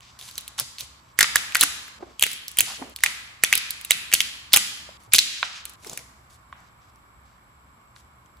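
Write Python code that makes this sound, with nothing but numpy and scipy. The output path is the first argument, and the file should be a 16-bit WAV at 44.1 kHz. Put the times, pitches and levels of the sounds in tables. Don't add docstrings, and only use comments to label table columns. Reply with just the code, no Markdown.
import sys
import numpy as np
from scipy import signal
from scipy.fft import rfft, irfft
from scipy.io import wavfile
from scipy.ndimage import uniform_filter1d, minimum_filter1d

SR = 44100
rng = np.random.default_rng(int(sys.argv[2]) if len(sys.argv) > 2 else 0)


def transcribe(u):
    v = np.clip(np.atleast_2d(u).T, -1, 1)
    q = np.round(v * 32767).astype(np.int16)
    wavfile.write(sys.argv[1], SR, q)


def decibels_to_gain(level_db):
    exponent = np.asarray(level_db, float) / 20
    return 10 ** exponent


N = 370440

# pitch_hz, likeness (-1 to 1)
LEFT_RIGHT_LIKENESS = [(60, 0.91), (240, 0.97), (950, -0.027), (3770, -0.24), (15000, 0.76)]


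def at_hz(points, hz, order=1):
    table = np.array(points)
    return np.interp(np.log(hz + 1), np.log(table[:, 0] + 1), table[:, order])


def rms_one(x):
    return x / np.sqrt(np.mean(x ** 2) + 1e-20)


def resonance(x, hz, width_hz):
    r = np.exp(-np.pi * width_hz / SR)
    turn = 2 * r * np.cos(2 * np.pi * hz / SR)
    return signal.lfilter([(1 - r * r) / 2, 0, (r * r - 1) / 2], [1, -turn, r * r], x)


def band(x, low_hz, high_hz):
    sos = signal.butter(2, [low_hz, min(high_hz, .45 * SR)], "band", fs=SR, output="sos")
    return signal.sosfilt(sos, x)


def add(out, s, sound):
    at = max(round(s * SR), 0)
    out[:, at:at + sound.shape[1]] += sound[:, :N - at]


def widen(mid, side, hz):
    alike = at_hz(LEFT_RIGHT_LIKENESS, hz)
    return np.sqrt(1 + alike) * mid + np.sqrt(1 - alike) * side * [[1], [-1]]


def hum():
    # pitch_hz, level_db per Hz
    air_colour = [(15, -35), (63, -2.5), (209, -13), (450, -22), (1150, -10.5), (2290, -24), (6500, -36.5),
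                  (14300, -40.5)]
    # time_s, level_db
    air_level = [(0.0, -56.5), (1.24, -55), (1.349, -51.5), (2.24, -57.5), (5.01, -53), (5.31, -61),
                 (5.78, -54.5), (8.4, -55.5)]
    # pitch_hz, width_hz, level_db
    air_whistles = [(66, 14, -69.5), (121, 14, -73.5), (1065, 300, -71.5), (2240, 300, -74),
                    (7660, 330, -71.5), (10180, 2200, -79.5), (13300, 2000, -76.5)]
    hz = np.fft.rfftfreq(N, 1 / SR)
    colour = decibels_to_gain(at_hz(air_colour, hz))
    mid, side = rfft(rng.standard_normal((2, N))) * colour
    air = rms_one(irfft(widen(mid, side, hz), N))
    white = irfft(rfft(air) / colour, N)
    whistles = 0
    for pitch_hz, width_hz, level_db in air_whistles:
        tone = resonance(resonance(white, pitch_hz, width_hz), pitch_hz, width_hz)
        whistles = whistles + decibels_to_gain(level_db) * rms_one(tone)
    time_s, level_db = np.transpose(air_level)
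    return decibels_to_gain(np.interp(np.arange(N) / SR, time_s, level_db)) * air + whistles


def kitchen(dry, build_s=0.0017):
    # pitch_hz, level_db, t60_s (time to fall by 60 dB)
    room_ring = [(200, -53.5, 0.87), (504.4, -51.5, 0.83), (1220, -49.5, 1.3), (2300, -44.5, 0.92),
                 (4500, -43.5, 0.84), (9075, -49, 0.62), (15360, -60, 0.62)]
    scene_changes = [0, 1.003, 1.988, 2.94, 4.973, 5.758, 8.4]
    t = np.arange(SR) / SR
    echoes = rng.random(SR) < 250 / SR
    sparse = 1 + 96 * uniform_filter1d(1. * echoes, size=24) * np.exp(-t / 0.015)
    white = rng.standard_normal((2, 2, SR)) * sparse
    tail, edges = 0, 120 * 2 ** np.arange(0, 7.1, .5)
    for k, (low, high) in enumerate(zip(edges, edges[1:])):
        hz = np.sqrt(low * high)
        decay_db = at_hz(room_ring, hz) - 60 * t / at_hz(room_ring, hz, order=2)
        mid, side = band(white[k % 2], low, high) * decibels_to_gain(decay_db)
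        tail = tail + widen(mid, side, hz)
    tail = tail * (1 - np.exp(-t / build_s))
    out = np.zeros((2, N))
    cuts = [round(s * SR) for s in scene_changes]
    for a, b in zip(cuts, cuts[1:]):
        source = dry[:, a:b].mean(axis=0, keepdims=True)
        out[:, a:b] = signal.fftconvolve(source, tail, axes=1)[:, :b - a]
    return out


def knocks():
    # start_s, peak_db, pitch_hz, t60_s (time to fall by 60 dB)
    board_knocks = [(0.61, -42.5, 125, 0.1), (0.82, -45, 121, 0.075), (1.62, -33, 283, 0.085),
                    (2.024, -27, 350, 0.044), (2.26, -30, 464, 0.025), (2.621, -45, 117, 0.11),
                    (2.815, -30, 267.6, 0.073), (4.889, -29, 620, 0.02), (5.075, -50, 108.4, 0.15),
                    (5.865, -27, 416, 0.021), (5.928, -28.5, 160, 0.022)]
    out, t = np.zeros((2, N)), np.arange(5000) / SR
    noises = rng.standard_normal((len(board_knocks), 2, len(t)))
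    for (s, peak_db, hz, t60), noise in zip(board_knocks, noises):
        shape = (1 - np.exp(-t / 0.012)) * decibels_to_gain(-60 * t / t60)
        puff = rms_one(band(band(noise, 250, 1100), 150, 1400)) * np.exp(-t / .015)
        tone = .75 * np.sin(2 * np.pi * hz * t)
        add(out, s, decibels_to_gain(peak_db + 12.5) * shape * (tone + .8 * puff))
    return out


def rustles(per_s=2000, spread_db=2.0, fade_db=7.5):
    # start_s, length_s, level_db
    tears = [(.187, .025, -41), (.19, 0.27, -43.5), (.575, 0.052, -29.5), (.78, 0.086, -38.5),
             (1.59, 0.062, -23), (2.19, 0.21, -35), (4.99, 0.089, -54.5), (5.75, 0.27, -61),
             (5.81, .24, -44.5), (6.29, 0.089, -53.5), (7.95, .07, -54)]
    # start_s, length_s, level_db
    slides = [(0, 0.203, -51), (.97, 0.19, -60), (1.954, 0.41, -57.5), (2.64, 0.15, -33), (2.99, .2, -43.5),
              (4.11, 0.22, -37), (4.521, 0.011, -30.5), (5.119, .022, -27), (5.25, 0.4, -36.5),
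              (6.55, 0.16, -59.5), (6.8, 0.12, -62.5), (7.23, 0.16, -66), (8.25, 0.027, -68.5)]
    # start_s, length_s, level_db
    squelches = [
        (.05, 0.61, -54),
        (.581, 0.037, -33),
        (1.6, .05, -30.5),
        (2.66, 0.098, -36.5),
        (3.04, .08, -42.5),
        (4.53, .06, -25),
        (6.54, 0.14, -52.5),
    ]
    # start_s, length_s, level_db
    palms = [
        (1.98, 0.16, -47.5),
        (2.58, 0.075, -53),
        (2.77, .17, -44),
        (5.82, 0.227, -48.5),
    ]
    kinds = [(tears, (2300, 12500)), (slides, (1800, 6000)),
             (squelches, (750, 1960)), (palms, (200, 800))]
    wander = signal.lfilter([1], [1, -.998], rng.standard_normal(N))
    clumps = decibels_to_gain(6.3 * rms_one(wander))
    sizes = decibels_to_gain(spread_db * np.minimum(rng.exponential(1, N), 5)) * rng.choice([-1, 1], N)
    clicks = sizes * (rng.random(N) < per_s * clumps / SR)
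    grains = clicks + 0.31 * rng.standard_normal((2, N))
    out = np.zeros((2, N))
    for moves, (low_hz, high_hz) in kinds:
        for s, length, level_db in moves:
            move = grains[:, round(s * SR):round((s + length) * SR)]
            count = move.shape[1]
            swell = signal.windows.tukey(count, .4) * decibels_to_gain(np.linspace(0, -fade_db, count))
            rub = band(band(move, low_hz, high_hz), 0.52 * low_hz, 3.4 * high_hz)
            add(out, s, decibels_to_gain(level_db) * swell * rms_one(rub))
    return out


def fractures():
    # start_s, level_db, pitch_hz
    splits = [(0.4789, -20, 4460), (0.5982, -6, 5280), (1.5679, -8, 1972), (1.6098, 3.86, 4190),
              (1.6346, 0, 1481), (2.2099, -17, 3244), (2.3153, -18, 4030), (2.3314, -18.5, 3310),
              (2.4816, -15.5, 5930), (2.5714, -13.5, 3120), (2.5865, 2, 3180), (2.606, 2.5, 2937),
              (3.5533, -3, 3830), (3.5762, -7, 5010), (3.7064, -10.5, 4870), (3.8123, -23.5, 3166),
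              (3.8484, -16, 3755), (4.1371, 5, 2950), (4.2153, -14, 2980), (4.5325, 4, 5320),
              (4.5395, -1.9, 2990), (4.5612, 4, 2980), (4.571, 0.5, 2896), (5.1345, 4, 3940),
              (5.1581, -5, 3005), (5.1611, -2, 4827), (5.6538, -17.5, 4260), (5.9748, -15, 2130),
              (6.9591, -44.5, 6000), (8.3705, -43, 4820)]
    # start_s, level_db, pitch_hz
    clean_snaps = [(0.3796, -13.5, 4040), (0.7974, -25.5, 3540), (0.8073, -15.5, 4500),
                   (1.1891, -0.2, 1950), (1.2093, -0.9, 1800), (1.228, -3.5, 1800), (1.3572, 1.5, 1740),
                   (1.5482, -6.5, 2620), (1.6125, -2.5, 4000), (1.6288, -3.5, 2797), (2.1952, -15, 3190),
                   (2.2244, 2, 3300), (2.2366, -2, 2940), (2.2657, -14, 2240), (2.6159, -18.5, 4370),
                   (2.9619, -19.5, 4400), (3.0361, 0.5, 2070), (3.4364, 1, 2350), (3.9075, 4, 2670),
                   (4.1408, -2, 4500), (4.5424, -1, 5274), (4.546, -7, 4000), (5.1376, -1.5, 2600),
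                   (5.1462, 0.5, 3180), (5.183, -6.5, 2543), (5.6573, -30.5, 2460), (5.8468, -29.5, 2080)]
    # start_s, level_db,
    # pitch_hz
    cracks = [(0.3553, -29.5, 4360), (0.5901, -17, 4590), (0.7839, -24.5, 4400), (1.207, -3.5, 2057),
              (1.3674, -12, 3900), (1.5222, -24, 2444), (1.5538, -4, 1711), (1.6173, -9, 4003),
              (1.6261, -15.5, 1742), (2.5926, -13, 2574), (2.5963, -12, 4208), (3.0616, -7, 2360),
              (3.4464, -12.5, 3425), (3.527, 0.9, 2487), (3.536, -9, 2710), (3.9172, -7.5, 3845),
              (4.1168, -21, 2280), (4.1266, -12, 2713), (4.1507, -12, 3272), (4.2043, -4.5, 3136),
              (4.5366, 0.5, 3311), (4.5518, -17.5, 3840), (5.1508, -4.5, 5004), (5.1648, -14, 4473),
              (5.1834, -3.5, 4200), (5.1868, -15, 4100), (5.1887, -1, 4140), (1.2287, -4.5, 4900)]
    # start_s, level_db, pitch_hz
    pops = [
        (1.2175, -12.5, 1800),
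        (1.243, -14.5, 1733),
        (2.0261, -52, 1037),
        (2.824, -28, 846),
        (5.4285, -11, 1350),
        (5.4288, -21, 2370),
        (6.5267, -30, 1110),
        (6.527, -42, 1660),
        (7.9625, -41, 1629),
    ]
    # start_s, level_db, pitch_hz
    slivers = [(0.0068, -38, 2900), (0.1974, -34, 3470), (0.19, -32, 4500), (0.2119, -27.5, 3500),
               (0.2256, -30, 3900), (0.2619, -38.5, 4140), (0.2798, -33, 4400), (0.2889, -31.5, 4220),
               (0.3119, -31, 4500), (0.8038, -26, 3400), (0.8113, -30.5, 3360), (1.881, -32, 1530),
               (2.988, -30.5, 2830), (3.006, -32.5, 2300), (5.8722, -29, 5520), (5.8956, -30.5, 4120),
               (5.8966, -23, 7110), (5.9292, -36.5, 3420), (5.9326, -25.5, 7290), (5.9917, -33, 2252),
               (8.26, -48, 3200)]
    # start_s, level_db
    ticks = [(0.409, -27), (0.4826, -31.5), (1.5953, -19.5), (2.4914, -29.5), (2.515, -26.5), (2.8971, -33),
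             (5.036, -41), (5.6954, -29.5), (5.7, -30.5), (5.736, -36.5), (5.8685, -28), (6.3079, -44),
             (6.345, -42), (6.605, -48.5)]
    tick_rows = [(s, level_db, 4277) for s, level_db in ticks]
    kinds = [(splits, (-0.38, -34)), (clean_snaps, (-1.2, -33)), (cracks, (-5.5, -37.5)),
             (pops, (-29, -33)), (slivers, (-2.5, -22)), (tick_rows, (1.03, -32))]
    return [(*row, *kind) for rows, kind in kinds for row in rows]


def snaps(burst_s=0.00046, rise_s=0.0006, lead_in_db=-24):
    out, sent, t = np.zeros((2, N)), np.zeros((1, N)), np.arange(900) / SR
    click = 1. * (t == 0)
    alike, left_db, right_lag_s = .78, -1, 1 / SR
    events = fractures()
    noises = rng.standard_normal((len(events), 4, len(t)))
    spreads = rng.uniform(0.83, 1, (len(events), 2))
    for (s, level_db, hz, bright_db, push_db), noise, spread in zip(events, noises, spreads):
        length = burst_s * decibels_to_gain(0.28 * (level_db + 9.5))
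        rise = rise_s * decibels_to_gain(0.3 * level_db)
        fall = np.exp(-t / length) + 0.12 * decibels_to_gain(0.27 * level_db) * np.exp(-t / 0.0044)
        shape = (1 - np.exp(-(t / rise) ** 2)) * fall
        crack = shape * (alike * noise[0] + (1 - alike) * noise[1:3])
        body = resonance(crack, hz, 260) + 0.35 * band(crack, 0.7 * hz, 1.39 * hz)
        for ratio, chance in zip((1.45, 2.1), spread):
            partner_hz = min(hz * ratio * (1 + 0.16 * chance), 5900)
            body = body + 0.27 * resonance(crack, partner_hz, 870)
        body = band(band(body, 0.27 * hz, 2.4 * hz), 0.35 * hz, 7.1 * hz)
        body = rms_one(body) + 0.088 * rms_one(band(crack, 400, hz))
        share = min(decibels_to_gain(bright_db), .99)
        plain = np.sqrt(1 - share ** 2)
        spit = rms_one(band(crack, 7500, 19000))
        push = decibels_to_gain(push_db) * rms_one(band(shape, 49, 1200))
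        sound = plain * rms_one(body) + share * spit + push
        power = uniform_filter1d(np.mean(sound ** 2, axis=0), size=36)
        gain = decibels_to_gain(level_db + 2.5) / np.sqrt(np.max(power) * 2)
        s -= rise / 2
        add(out[:1], s, gain * decibels_to_gain(left_db) * sound[:1])
        add(out[1:], s + right_lag_s, gain * sound[1:])
        lead_in = band(noise[3], 1500, 8000) * np.exp((t - t[-1]) / 0.0054)
        add(out, max(s - t[-1], 0), decibels_to_gain(level_db + lead_in_db) * lead_in * [[.3], [1]])
        hump = band(band(click, 0.54 * hz, 2.3 * hz), 0.16 * hz, 5.3 * hz)
        hump = hump + 1.2 * resonance(click, hz, 350) + 0.042 * band(click, 320, hz)
        sent_spit = rms_one(band(click, 6200, 23000))
        around = plain * rms_one(hump) + share * sent_spit + 3.8 * push
        add(sent, s, gain * around[None])
    return out, sent


def scene():
    direct, sent = snaps()
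    hands = knocks() + rustles()
    air = hum() * decibels_to_gain(np.array([[-.4], [.4]]))
    return direct + hands + kitchen(sent + hands) + air


def low_pass(x):
    return signal.sosfilt(signal.butter(12, 15900, fs=SR, output="sos"), x)


def record(dry):
    # pitch_hz, width_hz, depth (0 to 1)
    treble_dips = [(8765, 720, 0.7), (11745, 990, 1), (14800, 3300, 0.4)]
    # low_hz, high_hz
    lost_bands = [(11300, 12400), (14450, 22000)]
    for pitch_hz, width_hz, depth in treble_dips:
        dry = dry - depth * resonance(dry, pitch_hz, width_hz)
    dry = signal.sosfilt(signal.butter(6, 15000, fs=SR, output="sos"), dry)
    x, hz = np.clip(dry, -1, 1), np.fft.rfftfreq(N, 1 / SR)
    treble = np.mean(band(x, 9000, 15000) ** 2, axis=0)
    sudden = uniform_filter1d(treble, size=90) > decibels_to_gain(16) * uniform_filter1d(treble, size=2048)
    between = uniform_filter1d(minimum_filter1d(1. 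- sudden, size=800), size=300)
    weak = sum((hz > low) & (hz < high) for low, high in lost_bands)
    weak = uniform_filter1d(1. * weak, size=1500)
    x = x - irfft(rfft(between * x) * weak, N)
    return low_pass(np.clip(x, -1, 1))


dry = scene()
out = record(dry)
transcribe(out)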